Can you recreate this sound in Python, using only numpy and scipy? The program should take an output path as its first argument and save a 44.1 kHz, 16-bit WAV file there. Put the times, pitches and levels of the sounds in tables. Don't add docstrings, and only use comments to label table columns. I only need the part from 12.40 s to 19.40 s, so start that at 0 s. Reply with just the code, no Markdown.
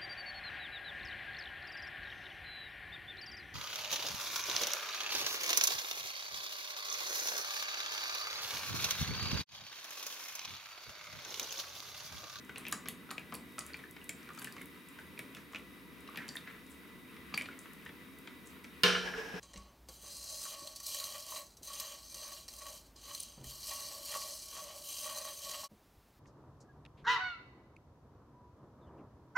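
import sys
import numpy as np
from scipy import signal
from scipy.fft import rfft, irfft, next_fast_len
from scipy.io import wavfile
from scipy.ndimage import map_coordinates

SR = 44100
rng = np.random.default_rng(int(sys.argv[2]) if len(sys.argv) > 2 else 0)


def log_audio(samples):
    frames = np.atleast_2d(samples).T
    limited = np.clip(frames, -1, 1)
    pcm = np.round(limited * 32767).astype(np.int16)
    wavfile.write(sys.argv[1], SR, pcm)


N = 308609

# f/Hz, level/dB
BURNER_COLOUR = [(15, -67), (25, -50), (37, -11.5), (47, -52), (69, -2.5), (103, -16), (189, -2),
                 (217, -6.5), (261, 0), (324, -6.5), (507, -11.5), (531, -23.5), (565, -19), (857, -25.5),
                 (1000, -15.5), (1300, -65), (2200, -120)]
SEETHE_COLOUR = [(470, -35), (800, -20), (995, -1), (1190, -1.5), (1990, -3), (2160, -2), (2360, -0.5),
                 (2820, -5.5), (3730, -10), (5500, -29), (7150, -70), (12100, -120)]
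FIZZ_COLOUR = [(2650, -26), (4500, -0.5), (6880, -6.5), (7880, -7), (8550, -3), (11800, -0.5), (15100, -1),
               (16100, -5), (16500, -37)]
# f/Hz, width/Hz, level/dB
GAS_WHISTLES = [(1982, 54, -65), (3784, 200, -71.5)]
# f/Hz, likeness (1 = the same)
STEREO_LIKENESS = [(60, 0.48), (150, 0.65), (380, 0.88), (950, 0.67), (2380, 0.45), (5980, 0.81),
                   (15000, 0.6)]
# f/Hz, left minus right/dB
NOISE_BALANCE = [(60, 3.5), (180, 1), (550, -1.0), (1650, 1.5), (4970, 0.5), (15000, -0.5)]
LADLE_BALANCE = [(150, 5.5), (350, -2.5), (1200, 0), (3000, -0.5), (12000, 0)]
# t/s, level/dB, f/Hz, splash above the tone/dB
BUBBLE_BURSTS = [(0.0941, -35, 1510, -6.5), (0.1588, -35, 2540, -4.5), (0.1747, -40.5, 4080, -1),
                 (0.1812, -44, 1080, -10), (0.2522, -34, 2300, -9), (0.267, -34, 2560, 2.5),
                 (0.2837, -34.5, 2500, -8), (0.3217, -34, 3900, -16), (0.3244, -29, 4950, -6.5),
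                 (0.3255, -29.5, 1170, -2), (0.4579, -40.5, 1170, 1), (0.4756, -46, 3940, 3),
                 (0.4848, -35.5, 2760, 4.5), (0.691, -41, 1350, -10), (0.7062, -36, 4500, 3),
                 (0.7123, -31.5, 1240, -10), (0.7806, -27.5, 2500, -9), (0.9237, -36, 1180, -1),
                 (0.9282, -39, 1010, -8), (0.9404, -48, 1045, -5), (0.9459, -40.5, 4400, 2),
                 (1.1827, -32.5, 1260, -4), (1.2079, -37, 4800, -5), (1.303, -51, 1540, -1),
                 (1.3345, -36, 4360, -13), (1.343, -31, 2360, -11), (1.3912, -45, 1910, 3),
                 (1.4391, -37.5, 1750, -27), (1.565, -49.5, 2240, 4), (1.615, -43, 2790, -14),
                 (1.6933, -31, 2340, -5), (1.89, -40, 1420, -4), (1.9038, -39.5, 1200, -12),
                 (1.95, -50, 2420, -2), (1.9771, -42, 1270, -2), (1.989, -39, 4550, -10),
                 (2.019, -39, 1650, 1), (2.0448, -41.5, 4440, -20), (2.0458, -40, 2450, 1),
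                 (2.0724, -34, 1720, -8), (2.124, -42, 4800, -16), (2.1655, -41, 1110, -5),
                 (2.1812, -39.5, 2140, -8), (2.2134, -40, 2160, -2.5), (2.588, -41, 1470, -4),
                 (2.777, -37, 2360, -19), (2.792, -34, 2230, 1.5), (2.949, -47, 2900, 6),
                 (2.9674, -48, 1380, 6), (3.1334, -44, 1160, -3), (3.1472, -31.5, 2400, -8.5),
                 (3.1589, -32.5, 2620, -2.5), (3.6762, -44.5, 3850, -1.5), (3.6897, -37, 1184, -30),
                 (3.7472, -42, 1160, -7), (3.7587, -42.5, 2480, 2.5), (3.774, -33, 2420, 0),
                 (3.7874, -35, 1750, -9), (3.8805, -49, 3360, 6), (3.8905, -30.5, 4570, -14),
                 (3.9558, -32, 1810, -30), (3.9688, -28.5, 3640, -14), (4.062, -52, 1630, -20),
                 (4.076, -43, 1960, -6.5), (4.1099, -46, 1610, -13), (4.766, -51, 2140, 2),
                 (4.9255, -42, 1160, -24), (4.9402, -28.5, 2400, -6.5), (4.9415, -32, 1170, -12),
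                 (4.9434, -24.5, 4600, -16), (4.9772, -19, 2316, -23), (5.0115, -25.5, 2350, -11),
                 (5.0216, -45, 2270, -7), (5.0583, -42.5, 2540, 3), (5.0876, -34.5, 1450, -14),
                 (5.257, -46.5, 1290, 0), (5.462, -35, 1790, -5.5), (5.492, -40.5, 1730, -3.5),
                 (5.874, -46.5, 2200, 6), (6.244, -49.5, 2240, 9.5)]
# t/s, level/dB, f/Hz
DROPLET_SPITS = [(0.182, -34, 9650), (0.2835, -33, 11500), (0.3144, -37, 11500), (0.3254, -21.5, 7660),
                 (0.4858, -26, 10500), (0.7126, -33.5, 9600), (0.795, -50, 11000), (0.941, -32.5, 10900),
                 (0.952, -33.5, 10200), (1.1228, -52, 11700), (1.1844, -46, 10000), (1.1915, -25.5, 8140),
                 (1.258, -51, 11600), (1.265, -36.5, 9300), (1.3703, -44.5, 9410), (1.511, -42.5, 10400),
                 (1.6422, -42, 10300), (1.6929, -27.5, 7900), (1.83, -49, 6000), (1.9345, -49, 8000),
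                 (1.949, -45, 8870), (1.9759, -45, 7500), (1.9884, -41, 7710), (1.9949, -36, 11100),
                 (2.0178, -40, 9240), (2.0252, -37, 9760), (2.0448, -31.5, 9800), (2.072, -47, 6900),
                 (2.124, -42, 10000), (2.166, -52, 7000), (2.2171, -40, 10600), (2.258, -42, 12950),
                 (2.487, -44, 9900), (2.7914, -35, 10700), (2.9485, -43, 9700), (3.7727, -38.5, 12000),
                 (3.8817, -41, 8600), (3.8891, -36, 6630), (3.9544, -39.5, 8000), (3.9644, -35, 11700),
                 (4.299, -52, 10700), (4.9472, -41, 10700), (4.9761, -29, 9300), (5.0204, -40, 8500),
                 (5.1908, -39, 8100), (5.215, -44, 12000), (5.3343, -43, 11200), (5.452, -44.5, 11400),
                 (5.7872, -45, 12400), (6.058, -52, 9700)]
# t/s, level/dB, f/Hz, t60/s (t60 is the time a sound takes to fade by 60 dB)
STEAM_PUFFS = [(0.255, -57, 2470, 0.1), (1.30, -54, 2000, .15), (2.59, -59, 10000, .12),
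               (2.966, -47, 5000, 0.036), (3.79, -47, 1720, 0.43), (4.065, -49, 1720, 0.39),
               (4.299, -58, 8500, 0.19), (4.982, -44.5, 2320, .15), (5.11, -49, 2180, 0.18),
               (6.058, -54, 7540, .15)]
# f/Hz, t60/s
ECHO_DECAY = [(300, 0.77), (2000, 0.19), (8000, 0.27), (15000, 0.097)]
# t/s, level/dB, centre f/Hz, width/Hz, rise/s, t60 of the damping by contact/s
LADLE_HITS = [(6.4343, -12, 1250, 19200, 0.00015, 1.45), (6.548, -11.5, 1600, 1200, 0.002, 0.18),
              (6.734, -10, 1630, 580, 0.0053, 0.07), (6.937, -17.5, 179, 500, 0.0054, 0.13)]
# f/Hz, level/dB, t60/s
STEEL_TONES = [(182, -17.5, 2), (370, -27, 2.5), (418, -22, 0.65), (485.5, -19.5, 1.35), (670, -36.5, 4.6),
               (1047, -20, 0.32), (1369, -28.5, 0.85), (1456, -25, 1.2), (1400, -26, 2.1), (1562, -31, 4.1),
               (1730, -26, 2.3), (2220, -20.5, 0.35), (2350, -28, 2.53), (2875, -9, 0.14),
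               (2890, -23, 0.39), (3065, -19, 1.6), (3096, -20, 0.72), (3620, -21, 0.62),
               (3660, -19.5, 0.31), (4010, -29, 1.7), (4180, -16, 0.21), (4800, -33, .5),
               (4940, -8.5, 0.035), (5700, -29, 1.9), (5500, -38, 1.2), (8160, -38, 1.1), (9300, -45, 0.77)]
# f/Hz, level/dB
CLASH_COLOUR = [(35, -54.5), (60, -22), (103, -48), (176, 7), (281, -26), (492, 13), (593, -24),
                (767, -10.5), (1380, 9.5), (1910, 2.5), (2970, 9.5), (3340, 4.5), (5720, 1.5), (7230, -12),
                (16000, -13)]
# f/Hz, t60/s
CLASH_FADE = [(150, 1), (500, 1), (1600, 1.0), (3000, 1), (4600, 0.98), (5500, 0.81), (6500, 1),
              (9000, 0.84), (15000, 0.23)]
# f/Hz, width/Hz, level/dB
LINGERING_HUMS = [(447, 25, 0), (750, 760, -15), (1657, 86, -1), (2600, 980, -19.5), (5460, 630, -22)]

SEETHE_DB, FIZZ_DB = -60.5, -66
SEETHE_DB_PER_BURST, FIZZ_DB_PER_SPIT = 0.57, 0.33
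USUAL_HZ, USUAL_SPLASH_DB, RING_T60_S, SPLASH_T60_S = 2000, -44, 0.019, 0.033
THUMP_DB, THUMP_DB_PER_SPLASH_DB, THUMP_DB_PER_OCTAVE = -56, 0.56, -3
PLOP_HZ, PLOP_WIDTH_HZ, PLOP_OVER_THUMP_DB, PLOP_T60_S = 633, 1150, 4.5, 0.029
SPREAD_S, SPREAD_DB = 1.0e-5, 1.7
DEEP_RUMBLE_HZ, DEEP_RUMBLE_DB = 45.7, -58
TOP_HZ = 15900


def amp(db):
    return 10 ** (np.asarray(db) / 20)


def unit(x):
    return x / np.sqrt(np.mean(x ** 2) + 1e-20)


def fade(t, t60):
    return amp(-60 * t / t60)


def rise(t, seconds):
    return 1 - np.exp(-t / seconds)


def along(points, hz):
    f, v = np.transpose(points)
    return np.interp(np.log(hz + 1), np.log(f + 1), v)


def wobble(rate):
    return map_coordinates(rng.standard_normal(int(N * rate / SR) + 4), [np.arange(N) * rate / SR])


def lumps(t, rate, db):
    return amp(db * np.interp(t * rate, np.arange(64), rng.standard_normal(64)))


def filtered(x, response):
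    n = x.shape[-1]
    padded = next_fast_len(n + 2048)
    return irfft(rfft(x, padded) * response(np.fft.rfftfreq(padded, 1 / SR)), padded)[..., :n]


def resonance(f, centre_hz, width_hz):
    return 1j * f * width_hz / (centre_hz ** 2 - f * f + 1j * f * width_hz)


def band_noise(t, hz, width_hz, steepness=2):
    return unit(filtered(rng.standard_normal(len(t)), lambda f: resonance(f, hz, width_hz) ** steepness))


def lean(pair, balance):
    return filtered(pair, lambda f: amp(np.outer([.5, -.5], along(balance, f))))


def rush(gain):
    def split(f):
        angle = np.arccos(np.clip(along(STEREO_LIKENESS, f), -1, 1)) / 2
        return gain(f) * np.array([np.cos(angle), np.sin(angle)])

    mid, side = filtered(rng.standard_normal((2, N)), split)
    return unit(lean(np.array([mid + side, mid - side]), NOISE_BALANCE))


def dying_noises(decay, seconds, gain=np.ones_like):
    hz, t, bands = signal.stft(rng.standard_normal((2, int(seconds * SR))), SR, nperseg=256)
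    bands = bands * gain(hz)[:, None] * fade(t, along(decay, hz)[:, None])
    return signal.istft(bands, SR, nperseg=256)[1]


def add(track, start_s, sound):
    part = track[..., round(start_s * SR):][..., :sound.shape[-1]]
    part += sound[..., :part.shape[-1]]


def busy(events, reach_s=0.077):
    times = np.arange(0, N / SR + .02, .02)
    gaps = times[:, None] - np.array(events)[:, 0]
    count = np.exp(-.5 * (gaps / reach_s) ** 2).sum(axis=1)
    return np.interp(np.arange(N) / SR, times, count)


def burner():
    rumble = amp(-56 + .8 * wobble(4)) * rush(lambda f: amp(along(BURNER_COLOUR, f)))
    jets = sum(amp(db) * rush(lambda f: np.abs(resonance(f, hz, width)) ** 2)
               for hz, width, db in GAS_WHISTLES)
    return rumble + jets


def simmer():
    swell_db = 1.2 * wobble(14)
    seethe_db = SEETHE_DB + SEETHE_DB_PER_BURST * busy(BUBBLE_BURSTS) + swell_db
    fizz_db = FIZZ_DB + FIZZ_DB_PER_SPIT * busy(DROPLET_SPITS) + .5 * swell_db
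    seethe = amp(seethe_db) * rush(lambda f: amp(along(SEETHE_COLOUR, f)))
    fizz = amp(fizz_db) * rush(lambda f: amp(along(FIZZ_COLOUR, f)))
    return seethe + fizz


def bubble(hz, t60, splash_db, splash_t60, thump_db):
    t = np.arange(SR // 8) / SR
    waver = np.cumsum(rng.standard_normal(len(t))) * hz * 2.5e-5
    tone = np.sin(2 * np.pi * hz * (t + 1.2 * t * t) + waver) * fade(t, t60) * rise(t, 0.00025)
    splutter = lumps(t, rate=350, db=4.5) * rng.standard_normal(len(t))
    wet = filtered(splutter, lambda f: (resonance(f, 2100, 2200) * resonance(f, hz, 1.5 * hz)) ** 2)
    splash = amp(splash_db) * unit(wet) * fade(t, splash_t60)
    thump = amp(thump_db) * band_noise(t, hz=200, width_hz=200) * fade(t, 0.16)
    snap = amp(splash_db - 1) * band_noise(t, hz=3200, width_hz=4500, steepness=3) * fade(t, 0.0046)
    return tone + snap + (splash + thump) * rise(t, 0.0016)


def burst(db, hz, splash_db):
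    t = np.arange(SR // 8) / SR
    pitch_ratio = hz / USUAL_HZ
    ring_t60 = RING_T60_S / pitch_ratio ** .5
    splash_t60 = SPLASH_T60_S / pitch_ratio ** .25
    extra_splash_db = db + splash_db - USUAL_SPLASH_DB
    thump_db = THUMP_DB + THUMP_DB_PER_SPLASH_DB * extra_splash_db
    thump_db += THUMP_DB_PER_OCTAVE * np.log2(pitch_ratio)
    plop = amp(thump_db + PLOP_OVER_THUMP_DB) * band_noise(t, PLOP_HZ, PLOP_WIDTH_HZ)
    plop *= fade(t, PLOP_T60_S) * rise(t, .0015)
    return plop + amp(db) * bubble(hz, ring_t60, splash_db, splash_t60, thump_db - db)


def spit(db, hz):
    t = np.arange(SR // 32) / SR
    noise = rng.standard_normal(len(t))
    crack = unit(filtered(noise, lambda f: resonance(f, hz, .55 * hz) ** 2 / (1 + 1j * f / 11000)))
    crack *= fade(t, 0.0098) * rise(t, 0.00032)
    click = amp(15.5) * filtered(1. * (t == 0), lambda f: resonance(f, hz, .9 * hz) ** 2)
    return amp(db - 2.5) * (crack + click)


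def puff(db, hz, t60):
    t = np.arange(SR // 5) / SR
    hiss = unit(lumps(t, rate=200, db=3.5) * band_noise(t, hz, 0.54 * hz))
    return amp(db) * hiss * fade(t, t60) * rise(t, 0.0057)


def sauce():
    out = np.zeros((2, N))

    def place(start_s, sound):
        side = rng.standard_normal()
        lag = round(side * SPREAD_S * SR)
        pair = [np.roll(sound, max(delay, 0)) for delay in (-lag, lag)]
        add(out, start_s, amp(SPREAD_DB * side * np.array([[.5], [-.5]])) * pair)

    for table, source in ((BUBBLE_BURSTS, burst), (DROPLET_SPITS, spit), (STEAM_PUFFS, puff)):
        for start_s, *settings in table:
            place(start_s, source(*settings))
    for when, pitch, size in rng.random((70, 3)):
        pop = bubble(1100 * 2.6 ** pitch, t60=0.044, splash_db=-13.5, splash_t60=0.029, thump_db=-14)
        place(when * N / SR, amp(-59 + 5.9 * size) * pop)
    for when, pitch, size in rng.random((10, 3)):
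        place(when * N / SR, spit(db=-53 + 4 * size, hz=7000 * 1.7 ** pitch))
    return out


def kitchen_echo(sound):
    out, step = np.zeros((2, N)), SR // 8
    for start in range(0, N, step):
        shared, side = dying_noises(ECHO_DECAY, seconds=0.2)
        tail = np.array([shared + 0.26 * side, shared - 0.24 * side])
        tail /= np.linalg.norm(tail[0])
        add(out, start / SR + .004, signal.fftconvolve(sound[None, start:start + step], tail, axes=1))
    return out


def steel_ring(t):
    wavers = np.cumsum(rng.standard_normal((len(STEEL_TONES), len(t))), axis=1) * .004
    scatters = rng.normal(0, 1.5, (len(STEEL_TONES), 2, 1))
    return sum(amp(db + scatter) * fade(t, t60) * np.sin(2 * np.pi * hz * t + waver + .32 * scatter[::-1])
               for (hz, db, t60), waver, scatter in zip(STEEL_TONES, wavers, scatters))


def ladle():
    out, t = np.zeros((2, N)), np.arange(int(.6 * SR)) / SR
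    for start_s, db, hz, width_hz, rise_s, contact_t60 in LADLE_HITS:
        ring = steel_ring(t)
        shared, side = dying_noises(CLASH_FADE, .6, lambda f: amp(along(CLASH_COLOUR, f)))[:, :len(t)]
        clash = amp(-22.5) * unit(np.array([shared + 0.16 * side, shared - 0.33 * side]))
        crack = amp(-7) * rng.standard_normal(len(t)) * fade(t, 0.01)
        hit = (ring + clash + crack) * rise(t, rise_s) * fade(t, contact_t60)
        add(out, start_s, amp(db) * filtered(hit, lambda f: resonance(f, hz, width_hz) ** 2))
    hum = rush(lambda f: sum(amp(db) * np.abs(resonance(f, hz, width)) ** 1.59
                             for hz, width, db in LINGERING_HUMS))
    hum *= amp(-39 + 3 * wobble(25.75))
    add(out, LADLE_HITS[0][0], hum[:, :len(t)] * fade(t, 3.4))
    return lean(out, LADLE_BALANCE)


def deep_rumble():
    t = np.maximum(np.arange(N) / SR - LADLE_HITS[0][0], 0)
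    rumble = rush(lambda f: np.abs(resonance(f, DEEP_RUMBLE_HZ, width_hz=35)) ** 2)
    return amp(DEEP_RUMBLE_DB) * rumble * rise(t, 0.066) * fade(t, 2.8)


def scene():
    pops = sauce()
    steel = ladle()
    echo = amp(-6) * kitchen_echo(pops.mean(axis=0))
    pops *= amp([[.4], [-.4]])
    return burner() + simmer() + pops + echo + steel + deep_rumble()


def record(dry):
    return filtered(dry, lambda f: f < TOP_HZ)


dry = scene()
out = record(dry)
log_audio(out)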